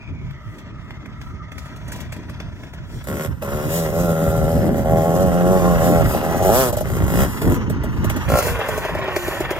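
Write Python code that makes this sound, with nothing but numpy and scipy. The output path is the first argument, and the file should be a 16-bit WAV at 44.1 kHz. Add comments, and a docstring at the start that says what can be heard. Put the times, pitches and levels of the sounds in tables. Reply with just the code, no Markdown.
"""A two-stroke dirt bike coasts down a far hillside, clattering and popping now and then, while wind
buffets the phone's two microphones and the hill scatters the sound back. From about 3 s the throttle
opens: the engine fires on every turn and barks through its tuned exhaust pipe as it climbs the slope.
The revs peak near 6.6 s, then fall back to single pops and short blips. From about 8.3 s the bike is
alongside and stops, still popping, its cooling fins ringing and its gears whining down."""
import sys
import numpy as np
from scipy import signal
from scipy.fft import rfft, irfft, next_fast_len
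from scipy.io import wavfile
from scipy.ndimage import uniform_filter1d, map_coordinates

SR = 44100
rng = np.random.default_rng(int(sys.argv[2]) if len(sys.argv) > 2 else 0)


def waveform_to_disk(signal):
    """Save audio, clipped to [-1, 1], as 16-bit WAV at the path in sys.argv[1]."""
    frames = np.transpose(np.atleast_2d(signal))
    scaled = np.clip(frames, -1, 1) * 32767
    samples = np.round(scaled).astype(np.int16)
    wavfile.write(sys.argv[1], SR, samples)


N = 422919
T = np.arange(N) / SR


def amp(db):
    """Turn decibels into a gain."""
    return 10 ** (np.asarray(db) / 20)


def unit(x):
    """Scale a signal to an average power of 1."""
    return x / np.sqrt(np.mean(x ** 2) + 1e-20)


def along(points, hz):
    """Read between (f/Hz, value) points, with octaves evenly spaced."""
    f, values = np.transpose(points)
    return np.interp(np.log(hz + 1), np.log(f + 1), values)


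def curves(rows):
    """Join rows that start with a time into one curve for each other column."""
    times, *columns = np.transpose(rows)
    return [np.interp(T, times, column) for column in columns]


def wobble(rate):
    """A smooth random curve through `rate` points a second."""
    return map_coordinates(rng.standard_normal(int(N * rate / SR) + 4), [T * rate])


def filtered(x, response):
    """Scale and delay each frequency of x as response(f) says."""
    size = next_fast_len(N + SR // 8)
    return irfft(rfft(x, size) * response(np.fft.rfftfreq(size, 1 / SR)), size)[..., :N]


def modes(table):
    """The response of something that rings at the given notes: f/Hz, width/Hz, level/dB."""
    return lambda f: sum((-1) ** k * amp(db) * 1j * f * width / (hz * hz - f * f + 1j * f * width)
                         for k, (hz, width, db) in enumerate(table))


def resonate(x, note):
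    """Let x ring one note (f/Hz, width/Hz), at a power of 1."""
    return unit(filtered(x, lambda f: modes([(*note, 0)])(f) ** 2))


def glide(rows, fade_in_s):
    """Pitch and level curves from rows of t/s, f/Hz, level/dB, faded at both ends."""
    first, last = rows[0], rows[-1]
    return curves([(first[0] - fade_in_s, first[1], -120), *rows, (last[0] + .05, last[1], -120)])


def hum(rows, width_hz, pulse_db):
    """A pulsing narrow band of noise that follows rows of t/s, f/Hz, level/dB."""
    hz, db = glide(rows, fade_in_s=.03)
    phase = 2 * np.pi * np.cumsum(hz) / SR
    band = unit(wobble(width_hz) * np.cos(phase) + wobble(width_hz) * np.sin(phase))
    return amp(db + pulse_db * wobble(24)) * band


# The tone colour of rushing gas: f/Hz, level/dB
GAS_COLOUR = [(1500, -17), (2500, 12.5), (3300, 7.5), (4200, 7), (5500, 6), (7800, 10.5), (9000, 17),
              (13000, 9), (16000, 2.5)]

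def rushing_gas():
    """The bright hiss of gas tearing through a narrow passage."""
    colour = lambda f: amp(along(GAS_COLOUR, f))
    return unit(filtered(rng.standard_normal(N), colour))


# Where the bike is: t/s, position (0 far, 1 climbing, 2 alongside)
POSITION = [(3.02, 0), (3.05, 1), (8.24, 1), (8.29, 2)]

def blend_by_position(versions):
    """Fade between the far, climbing and alongside versions of a sound as the bike comes closer."""
    position, = curves(POSITION)
    return sum(np.clip(1 - abs(position - k), 0, 1) * x for k, x in enumerate(versions))


# The engine casing's notes, one list for each position: f/Hz, width/Hz, level/dB
CASING_NOTES = [
    [(616, 78, 4.5), (973, 84, 4), (1310, 290, -1.5), (1850, 480, 0), (2720, 690, -6.5), (3400, 280, -5),
     (5300, 2600, -20)],
    [(914, 260, 7.5), (1395, 430, 6.5), (1943, 290, 4), (2860, 550, -5.5), (5950, 990, -15)],
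    [(544, 190, 8.5), (1130, 500, 4.5), (1880, 560, 3.5), (2600, 750, 0.5), (3220, 670, -3)],
]
# How the engine's background noise rises and falls: t/s, clatter level/dB, hiss level/dB
CLATTER_LEVELS = [(0, -43.5, -68), (1.47, -44.5, -63.5), (2, -36, -45), (2.37, -40, -60),
                  (2.72, -41.5, -57.5), (3.28, -39, -42.5), (3.39, -39, -59.5), (3.45, -31.5, -49),
                  (3.75, -31.5, -37), (5.05, -33.5, -61), (5.69, -26.5, -36.5), (6.6, -25.5, -43),
                  (6.78, -34.5, -79), (7.21, -28, -41), (7.8, -32, -59.5), (8.52, -20.5, -34.5),
                  (8.79, -23.5, -37), (9.59, -24.5, -39.5)]

def clatter():
    """Piston, chain and clutch rattle the casing, while air hisses into the engine."""
    clatter_db, hiss_db = curves(CLATTER_LEVELS)
    rattle = amp(2.6 * wobble(70) + .4 * wobble(8)) * rng.standard_normal(N)
    knocks = blend_by_position([unit(filtered(rattle, modes(notes))) for notes in CASING_NOTES])
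    hiss = amp(hiss_db - 4 + 7.3 * wobble(8.5)) * rushing_gas()
    return amp(clatter_db - 5.5) * knocks + hiss


# The casing's distant ring, and a whine above it: t/s, f/Hz, level/dB
DISTANT_RING = [(0, 1230, -61), (.5, 1258, -51), (.9, 1250, -53), (1.2, 1276, -49), (1.7, 1280, -47.5),
                (2, 1328, -71), (2.5, 1344, -55), (3, 1340, -63)]
DISTANT_WHINE = [(0, 2450, -47), (.25, 2250, -55), (.4, 1974, -55), (1.5, 1960, -55), (2.4, 2020, -68)]

def distant_ringing():
    """From afar the casing rings faintly, along with a higher whine."""
    return hum(DISTANT_RING, width_hz=200, pulse_db=2.5) + hum(DISTANT_WHINE, width_hz=450, pulse_db=3)


# The strength of the breeze: t/s, level/dB
BREEZE_LEVELS = [(0, -35.5), (.7, -36), (2.4, -33), (2.9, -36.5), (3.6, -31), (4.4, -24.5), (6.4, -22.5),
                 (6.8, -27), (7.2, -21.5), (8.2, -24), (8.5, -30), (9.59, -33)]
# Single gusts: t/s, thud level/dB, flutter level/dB
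WIND_GUSTS = [(.13, -30.5, -51.5), (.48, -33.5, -57), (2.96, -28.5, -43), (3.15, -32, -32.5),
              (3.31, -27, -46), (3.55, -23.5, -50), (4.3, -24, -39), (4.572, -17, -24), (4.683, -50, -18.5),
              (4.79, -38, -26), (5.15, -35, -25.5), (4.921, -22.5, -28.5), (5.31, -23, -35),
              (5.77, -21, -41), (5.911, -33, -21.5), (6.06, -23.5, -47), (7.178, -43, -38),
              (7.489, -14.5, -16.5), (7.64, -22, -31), (7.862, -22, -29), (8.33, -18.5, -27),
              (8.95, -26.5, -47)]
GUST_HALF_S, BREEZE_TOP_HZ = 0.046, 490

def wind():
    """Swirls of air thump both microphones, partly alike; faster ones flutter; gusts stand out."""
    def lumps(depth_db, rate):
        return amp(depth_db * (wobble(rate) + np.array([wobble(rate), wobble(rate)])))

    strength_db, = curves(BREEZE_LEVELS)
    power = amp(strength_db) ** 2 * [[1], [0]]  # rows: thud, flutter
    for time, *db in WIND_GUSTS:
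        power = power + (amp(db)[:, None] * np.exp(-((T - time) / GUST_HALF_S) ** 2)) ** 2
    thud_gain, flutter_gain = np.sqrt(power)
    shared, left, right = rng.standard_normal((3, 2, N))
    alike = np.array([[1.1], [2.2]]) * shared
    low, high = np.swapaxes([alike + left, alike + right], 0, 1)
    thud = filtered(low, lambda f: modes([(52, 50, 0), (135, 100, -4)])(f) / (1 + (f / 260) ** 4))
    flutter = filtered(high, lambda f: modes([(220, 330, 0)])(f) ** 3)
    soft_flutter = filtered(flutter[:, ::-1], lambda f: 1 / (1 + (f / BREEZE_TOP_HZ) ** 3))
    breeze_db = -51 + 1.386 * (strength_db + 38)  # swings wider than the thud
    breeze = amp(breeze_db) * unit(lumps(2.7, 22) * soft_flutter)
    thud = thud_gain * unit(lumps(2.35, 14) * thud)
    flutter = flutter_gain * unit(lumps(1.5, 30) * flutter)
    return amp(5) * (thud + flutter + breeze)


# Single firings: t/s, puff level/dB, crack level/dB, ring level/dB
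FIRINGS = [(.306, -43.5, -27.5, -58), (0.582, -32, -28, -54), (0.904, -41, -23.5, -48),
           (1.056, -41, -28.5, -43), (1.212, -35, -24, -57), (1.516, -34, -24, -36),
           (1.579, -25.5, -21.5, -47), (1.656, -35, -28, -53), (1.76, -32, -34, -40),
           (1.878, -26, -32, -36), (1.918, -17, -22, -38), (1.958, -26, -30, -33), (2.002, -23, -25, -38),
           (2.121, -20.5, -21, -32), (2.162, -35, -28, -34), (2.294, -28.5, -22, -37),
           (2.399, -33, -20, -34), (2.632, -38, -27, -36), (2.733, -31.5, -28.5, -35),
           (3.039, -30, -33, -38), (3.421, -25.5, -22, -18), (6.725, -17, -41, -11.5),
           (6.737, -35, -41, -16), (6.767, -17.5, -33, -11), (6.782, -26, -25, -18),
           (6.805, -20.5, -35, -10.5), (6.818, -51, -40, -19), (7.415, -18.5, -18, -10.5),
           (7.696, -22.5, -23, -14.5), (7.835, -25.5, -26, -15.5), (8.042, -20.5, -18, -16.5),
           (8.096, -16, -11, -19), (8.161, -22, -22, -20.5), (8.423, -13.5, -13, -12.5),
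           (8.465, -16, -25, -7), (8.508, -35, -29, -20), (8.548, -30, -30, -24), (8.588, -25, -28, -11),
           (8.618, -38, -40, -26), (8.684, -16.5, -19, -8.5), (8.774, -19, -42, -9.5),
           (8.847, -25, -22, -11), (8.888, -31, -36, -12.5), (8.947, -26, -22, -10),
           (8.985, -31, -35, -13.5), (9.039, -34, -36, -14.5), (9.075, -39, -36, -13),
           (9.16, -16, -9.5, -5.5), (9.277, -20, -16, -8.5), (9.325, -38, -34, -16.5),
           (9.401, -19, -35, -7), (9.505, -17, -12, -7.5), (9.56, -34, -32, -17.5)]
# The pipe's lower note, which sinks as the engine slows: t/s, f/Hz
LOW_NOTE = [(8.1, 427), (8.45, 485), (8.8, 455), (8.95, 380), (9.5, 369)]
# How much of the ring is that lower note: t/s, share (0 to 1)
LOW_NOTE_SHARE = [(6.82, 0.066), (7.4, 0.8), (8.05, 0.38), (8.09, 0.13), (8.45, 0.45), (8.8, 0.39),
                  (8.98, 0.34), (9.16, 0.58), (9.55, 0.64)]
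# The tailpipe's broad snap: f/Hz, width/Hz, level/dB
CRACK_NOTES = [(507, 500, -4), (1960, 800, -0.5), (3500, 76, -3)]
HIGH_NOTE_HZ, RING_S = 604, 0.0091
SIDE_NOTES_HZ, SIDE_DB = (534, 798), -11.5  # weaker notes either side of the high one

def pops():
    """Each lone firing gives a puff of gas, a snap at the tailpipe and a short ring in the pipe."""
    out, cracks = np.zeros((2, N + SR))
    gas, grit = np.pad([rushing_gas(), rng.standard_normal(N)], ((0, 0), (0, SR)))
    low_share = np.clip(curves(LOW_NOTE_SHARE)[0], 0, 1)
    low_hz, = curves(LOW_NOTE)
    t = T[:SR // 8]
    late = np.maximum(t - .0045, 0)  # the ring comes round the pipe a little later
    note = lambda hz, db=-1: amp(db) * np.sin(2 * np.pi * hz * late)
    high = note(HIGH_NOTE_HZ) + sum(note(hz, SIDE_DB) for hz in SIDE_NOTES_HZ)
    ring_shape = (1 - np.exp(-late / 0.00068)) * np.exp(-(late / RING_S) ** 2)
    puff = amp(-9.5) * (1 - np.exp(-t / 0.0024)) * (amp(-60 * t / 0.063) + 0.23 * amp(-60 * t / 0.17))
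    snap = amp(2.5) * np.exp(-((t - .004) / 0.003) ** 2)
    for time, puff_db, crack_db, ring_db in FIRINGS:
        start = round(time * SR)
        span = slice(start, start + len(t))
        ring = ring_shape * (low_share[start] * note(low_hz[start]) + (1 - low_share[start]) * high)
        out[span] += amp(puff_db) * puff * gas[span] + amp(ring_db) * ring
        cracks[span] += amp(crack_db) * snap * grit[span]
    return out[:N] + filtered(cracks[:N], modes(CRACK_NOTES))


# Stretches of open throttle: start t/s, end t/s, bark level/dB at start and at end, roughness (0 to 1),
# then boom, snarl and rasp level/dB compared with the bark
THROTTLE_STRETCHES = [(3.068, 3.26, -33, -32.5, 0.51, 4, -3, -7),
                      (3.416, 3.907, -31, -24, 0.3, 1, -14, -12),
                      (3.916, 4.563, -22, -22, 0.41, -2, -20, -17.5),
                      (4.564, 4.84, -21, -25.5, 0.42, -22, -18, -19.5),
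                      (4.844, 5.173, -17.5, -16.5, 0.26, -6, -21.5, -22.5),
                      (5.166, 5.322, -19.5, -18.5, 0.22, -4.5, -17, -23),
                      (5.319, 5.786, -18, -18.5, 0.28, -3, -19, -22.5),
                      (5.789, 6.013, -16, -15, 0.24, -6, -22, -22.5),
                      (6.035, 6.125, -23, -25, 0.84, -13, -32, -14),
                      (6.135, 6.182, -15.5, -19.5, 0.9, -10, -32, -17),
                      (6.2, 6.427, -24, -19, 0.78, -9.5, -30, -17),
                      (6.422, 6.502, -14, -10, 0.17, -11, -19, -18.5),
                      (6.5, 6.695, -15, -24, 0.1, 0, -24, -16), (6.84, 7.046, -30, -31.5, 0.66, -4, -7, -7),
                      (7.061, 7.241, -26.5, -23, 0.3, 4, -5.5, -7.5),
                      (7.415, 7.557, -37, -35.5, 0.2, -2, 1, -1),
                      (8.284, 8.397, -20.5, -17, 0.61, -12, -14, -9)]
OPEN_S, CLOSE_S = 0.0047, 0.041
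SLIP_DB, BOG_DB, BOG_ROUGHNESS = 0.29, 0.68, .07  # for each turn a second gained (slip) or lost (bog)
BOOM_FOLLOWS, RASP_FOLLOWS = 0.39, 0.8  # share of the bark's swell
SNARL_DB_PER_OCTAVE, RASP_DB_PER_OCTAVE = -19, 15.5

def throttle(speed, octaves):
    """Gains and roughness under throttle: louder as the engine races, quieter and rougher as it bogs."""
    surge = np.clip(speed - uniform_filter1d(speed, size=int(.25 * SR)), -6, 6)
    gained, lost = np.maximum(surge, 0), np.maximum(-surge, 0)
    gains, roughness = np.zeros((4, N)), []
    for start, end, start_db, end_db, rough, boom_db, snarl_db, rasp_db in THROTTLE_STRETCHES:
        gate = np.clip(np.minimum((T - start) / OPEN_S, 1 + (end - T) / CLOSE_S), 0, 1) ** 2
        mean_db = (start_db + end_db) / 2
        ramp_db = np.interp(T, [start, end], [start_db, end_db]) - mean_db
        swell_db = ramp_db + SLIP_DB * gained - BOG_DB * lost
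        layers_db = [swell_db,
                     boom_db + BOOM_FOLLOWS * swell_db,
                     snarl_db + swell_db + SNARL_DB_PER_OCTAVE * octaves,
                     rasp_db + RASP_FOLLOWS * swell_db + RASP_DB_PER_OCTAVE * octaves]
        gains = np.maximum(gains, gate * amp(mean_db + np.array(layers_db)))
        roughness += [(start, rough), (end, rough)]
    return gains, np.clip(curves(roughness)[0] + BOG_ROUGHNESS * lost, 0, 1)


# The pipe's usual notes, and its higher, wider ones under load: f/Hz, width/Hz, level/dB
PIPE_NOTES = [(556.7, 45.6, 10), (835, 280, -27.5)]
LOADED_NOTES = [(624, 120, -1), (837, 37, -2.5)]
# How much of the loaded sound is heard: t/s, share (0 to 1)
LOADED_SHARE = [(3.9, 0.1), (4.7, 0.24), (4.92, 0.67), (5.1, 0.49), (5.2, 0.23), (5.3, 0.49), (5.4, 0.39),
                (5.55, 0.5), (5.65, 0.55), (5.75, 0.28), (5.9, 0.32), (6.05, 0.56), (6.5, 0.95),
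                (6.7, 0.49), (8.3, 0.25)]
# The silencer's two clear, nasal notes: f/Hz, width/Hz
NASAL_NOTES = [(1075, 80), (1360, 100)]
# Their strength compared with the bark: t/s, lower note level/dB, upper note level/dB
NASAL_LEVELS = [(3.45, -9.5, -7), (3.9, -22, -22), (4.05, -19, -11.5), (4.4, -36, -14.5), (4.55, -47, -23),
                (4.9, -21, -23), (5.4, -17, -15), (5.68, -9.5, -19), (5.8, -14.5, -22), (6, -25, -17),
                (6.5, -29, -24), (6.62, -17, -22), (7, -11, -8)]
# The pipe's lowest note compared with the bark: t/s, level/dB
LOWEST_LEVELS = [(3.75, -3.5), (4.05, -8), (4.5, -9), (4.85, -16.5), (5.12, -9.5), (5.25, -9), (5.65, -4),
                 (5.8, -16), (6.05, -9.5), (6.4, -6.5), (6.6, -5.5), (7, 0), (7.6, -13), (8.25, -14)]
LOWEST_NOTE, SCREAM_BAND = (381, 88), (550, 1500)  # f/Hz, width/Hz
PIPE_TOP_HZ, SCREAM_DB = 875, 3.4

def pipe_bark(blasts, rough_gas, octaves):
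    """Blasts ring the notes of the exhaust; at high revs the whole pipe screams."""
    def pipe(notes):
        band = lambda f: (1j * f / (1j * f + 380)) ** 4 / (1 + (f / PIPE_TOP_HZ) ** 20)
        return unit(filtered(blasts + .4 * rough_gas, lambda f: modes(notes)(f) * band(f)))

    load = np.clip(curves(LOADED_SHARE)[0], 0, 1)
    body = (1 - load) * pipe(PIPE_NOTES) + load * pipe(LOADED_NOTES)
    nasal = sum(amp(db) * resonate(blasts, note) for db, note in zip(curves(NASAL_LEVELS), NASAL_NOTES))
    lowest = amp(curves(LOWEST_LEVELS)[0]) * resonate(blasts + .5 * rough_gas, LOWEST_NOTE)
    scream = unit(filtered(blasts, lambda f: modes([(*SCREAM_BAND, 0)])(f) / (1 + (f / 1750) ** 6)))
    return body + lowest + nasal - octaves ** 2 * amp(SCREAM_DB) * scream


# Engine speed, in turns a second: t/s, f/Hz
ENGINE_SPEED = [(3.07, 71), (3.15, 71.5), (3.26, 81.5), (3.42, 70), (3.5, 69.7), (3.56, 75.7), (3.61, 74.5),
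                (3.64, 77.4), (3.68, 76.7), (3.77, 85.6), (3.9, 75.6), (4.01, 88), (4.04, 88.5), (4.08, 83),
                (4.2, 79.8), (4.22, 81.9), (4.3, 78.7), (4.36, 81.4), (4.43, 76.4), (4.5, 82.2),
                (4.55, 81.3), (4.61, 74), (4.655, 85.5), (4.715, 74.5), (4.79, 81), (4.84, 77),
                (4.88, 78.5), (4.92, 81.2), (4.95, 80), (4.985, 81.8), (5.025, 80.2), (5.07, 84.4),
                (5.14, 84), (5.2, 93.8), (5.23, 94.9), (5.32, 84.5), (5.35, 88.7), (5.42, 87.7),
                (5.53, 94.9), (5.555, 93.4), (5.6, 83.7), (5.655, 89.2), (5.7, 86.3), (5.736, 86.6),
                (5.75, 85.6), (5.79, 80.5), (5.85, 86.5), (5.886, 87), (5.92, 84), (5.95, 84), (5.99, 81.4),
                (6.1, 77.8), (6.14, 75.4), (6.2, 76.8), (6.28, 86), (6.33, 84.9), (6.38, 86), (6.47, 93),
                (6.568, 126.8), (6.585, 131), (6.61, 133.7), (6.712, 115), (6.85, 68), (7, 54), (7.1, 50),
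                (7.28, 77), (7.4, 44), (8.28, 50), (8.45, 68)]
# The silencer's snarling notes: f/Hz, width/Hz, level/dB
SILENCER_NOTES = [(974, 64, 3), (1390, 71, 9), (1910, 380, 2.5), (3360, 390, -13)]
CHAMBER_NOTE = (176, 43)  # the boom of the exhaust's wide chamber: f/Hz, width/Hz

def engine_pulling():
    """One blast on every turn rings chamber, pipe and silencer; a gush of gas follows each blast."""
    speed, = curves(ENGINE_SPEED)
    octaves = np.maximum(np.log2(speed / 80), 0)  # doublings of speed above 80 turns a second
    (bark_gain, boom_gain, snarl_gain, rasp_gain), rough = throttle(speed, octaves)
    turns = np.cumsum(speed * (1 + .003 * wobble(25)) / SR) + rough ** 2 * .09 * wobble(60)
    fires = np.flatnonzero(np.diff(np.maximum.accumulate(np.floor(turns))) > 0)  # each new whole turn
    size_db = (.5 + 2.5 * rough[fires]) * rng.standard_normal(len(fires))
    blasts = np.zeros(N)
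    blasts[fires] = amp(size_db) * np.sqrt(SR / speed[fires])
    gush = unit((0.87 + np.exp(-5 * (turns % 1))) * amp(2.1 * wobble(40)))
    gas = gush * rng.standard_normal(N)
    bark = bark_gain * pipe_bark(blasts, rough * gas, octaves)
    boom = boom_gain * resonate(blasts, CHAMBER_NOTE)
    snarl = snarl_gain * unit(filtered(blasts + (.03 + .3 * rough) * gas, modes(SILENCER_NOTES)))
    rasp = rasp_gain * gush * rushing_gas()
    return bark + boom + snarl + rasp


# A thin whistle early in the climb: t/s, f/Hz, level/dB
THIN_WHISTLE = [(3.5, 5300, -70), (3.57, 5330, -55), (3.9, 5480, -55.5), (4.05, 5530, -55),
                (4.12, 5540, -66)]

def whistle():
    """A faint high tone wavers as it rises."""
    hz, db = glide(THIN_WHISTLE, fade_in_s=.02)
    gain = np.sqrt(2) * amp(db + 2.5 * wobble(25))
    return gain * np.sin(2 * np.pi * np.cumsum(hz + 36 * wobble(60)) / SR)


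# The cylinder's cooling fins, one list for each note: t/s, f/Hz, level/dB
FIN_NOTES = [
    [(8.45, 1075, -41), (8.9, 997, -35), (9.5, 1100, -53)],
    [(8.45, 1504, -37), (9.5, 1457, -48)],
    [(8.45, 1821, -42), (9.5, 1814, -39)],
]

def fins_ringing():
    """Close by, the engine's thin metal fins can be heard ringing."""
    return sum(hum(note, width_hz=220, pulse_db=3) for note in FIN_NOTES)


# The note of the gears: t/s, f/Hz, level/dB
GEAR_NOTE = [(8.45, 490, -26), (8.65, 439.3, -35), (8.9, 405, -46), (9.04, 388, -34), (9.3, 334, -34.5),
             (9.55, 319, -47)]

def gear_whine():
    """The gears whine lower and lower as the bike stops."""
    return hum(GEAR_NOTE, width_hz=22, pulse_db=1.5)


# How far the left microphone is ahead of the right, one list for each position: f/Hz, lead/cycles
LEFT_LEAD = [
    [(200, 0), (1400, -.06), (2300, -.27), (3100, -.5), (4400, -.5), (5300, -.6), (6300, -1), (7500, -1),
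     (9000, -.5)],
    [(200, 0), (1200, -.11), (2120, -.33), (2420, -.5), (3800, -1), (4100, -1.5), (4800, -1.7),
     (5700, -2.4), (7200, -2.85), (7900, -2.8), (9000, -2.5)],
    [(200, 0), (1100, 0), (2400, -.16), (3300, -.6), (4200, -.3), (5100, -.3), (5900, 0), (6700, 0),
     (7300, .23), (9000, .5)],
]
# Extra lead in the treble, at any position: f/Hz, lead/cycles
TREBLE_LEAD = [(10700, 0), (11900, .5), (14300, .5), (16000, .95)]
# How much louder the left is than the right: f/Hz, level/dB
LEFT_LOUDER = [(1000, 0), (2000, 1), (3500, 0), (5000, 4.5), (7000, 3.5), (8400, 0)]
# Treble cut or lift at TREBLE_HZ, one for each position: level/dB
TREBLE_LEVELS = [-6.5, 2.5, 0]
TREBLE_HZ = 10900

def microphones(x):
    """The phone's body delays and shades the sound between its microphones; far off, air dulls it."""
    versions = []
    for lead, treble_db in zip(LEFT_LEAD, TREBLE_LEVELS):
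        shift = lambda f: np.exp(2j * np.pi * (along(lead, f) + along(TREBLE_LEAD, f)) * [[1], [0]])
        gain = lambda f: amp(treble_db * (f / TREBLE_HZ) ** 2 + along(LEFT_LOUDER, f) * [[.5], [-.5]])
        versions.append(filtered(x, lambda f: shift(f) * gain(f)))
    return blend_by_position(versions)


# How long the hill's echo takes to fade by 60 dB: f/Hz, t/s
ECHO_FADE = [(300, 0.93), (2000, 0.12), (10000, 0.019)]
# The tone colour of the echo: f/Hz, level/dB
ECHO_COLOUR = [(400, -26), (1200, -13), (2500, -8), (6500, 6.5), (9000, -13.5), (15000, 4)]
NEW_ECHO_S = .2

def hill_echo(x):
    """The hill scatters sound back, differently at each microphone and as the bike moves on."""
    hop = int(NEW_ECHO_S * SR)
    count = N // hop + 2
    padded = np.pad(x, (hop, 3 * hop))
    pieces = padded[hop * np.arange(count)[:, None] + np.arange(2 * hop)]
    pieces = pieces * signal.get_window("hann", 2 * hop)
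    # each overlapping piece gets its own tail of fading noise
    hz, t, spectra = signal.stft(rng.standard_normal((2, count, hop)), SR, nperseg=256)
    fade = amp(-60 * t / along(ECHO_FADE, hz)[:, None])
    tails = signal.istft(spectra * fade, SR, nperseg=256)[1][..., :hop]
    echoes = signal.fftconvolve(pieces[None], tails * np.sqrt(count) / np.linalg.norm(tails[0]), axes=2)
    joined = np.zeros((2, (count + 3) * hop))
    for k in range(count):
        joined[:, k * hop:][:, :echoes.shape[2]] += echoes[:, k]
    return filtered(joined[:, hop:hop + N], lambda f: amp(along(ECHO_COLOUR, f)))


BASS_FOOT_HZ, BASS_TOP_HZ = 85, 240

def bass_lag(x):
    """Partway up the climb, the bass on the left falls behind the bass on the right."""
    left, right = x
    lag, = curves([(4.9, 0), (5.3, .27), (9.59, .3)])  # t/s, lag/cycles
    band = lambda f: 1 / (1 + (f / BASS_TOP_HZ) ** 8) / (1 + (BASS_FOOT_HZ / (f + 1)) ** 4)
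    bass = filtered(left, band)
    late_bass = np.real(signal.hilbert(bass, next_fast_len(N))[:N] * np.exp(-2j * np.pi * lag))
    return np.array([left - bass + late_bass, right])


def scene():
    """The bike, its echo and the wind, at the left and right microphones."""
    bike = clatter() + distant_ringing() + pops() + engine_pulling()
    bike += whistle() + fins_ringing() + gear_whine()
    return bass_lag(microphones(bike) + hill_echo(bike) + wind())


def record(dry):
    """The phone cuts the deepest bass, rounds off peaks and drops the very highest treble."""
    low_cut_hz, top_hz = 40, 15900
    trimmed = filtered(dry, lambda f: (1j * f / (1j * f + low_cut_hz)) ** 3)
    rounded = trimmed / (1 + abs(trimmed / .95) ** 6) ** (1 / 6)
    return filtered(rounded, lambda f: f < top_hz)


dry = scene()
out = record(dry)
waveform_to_disk(out)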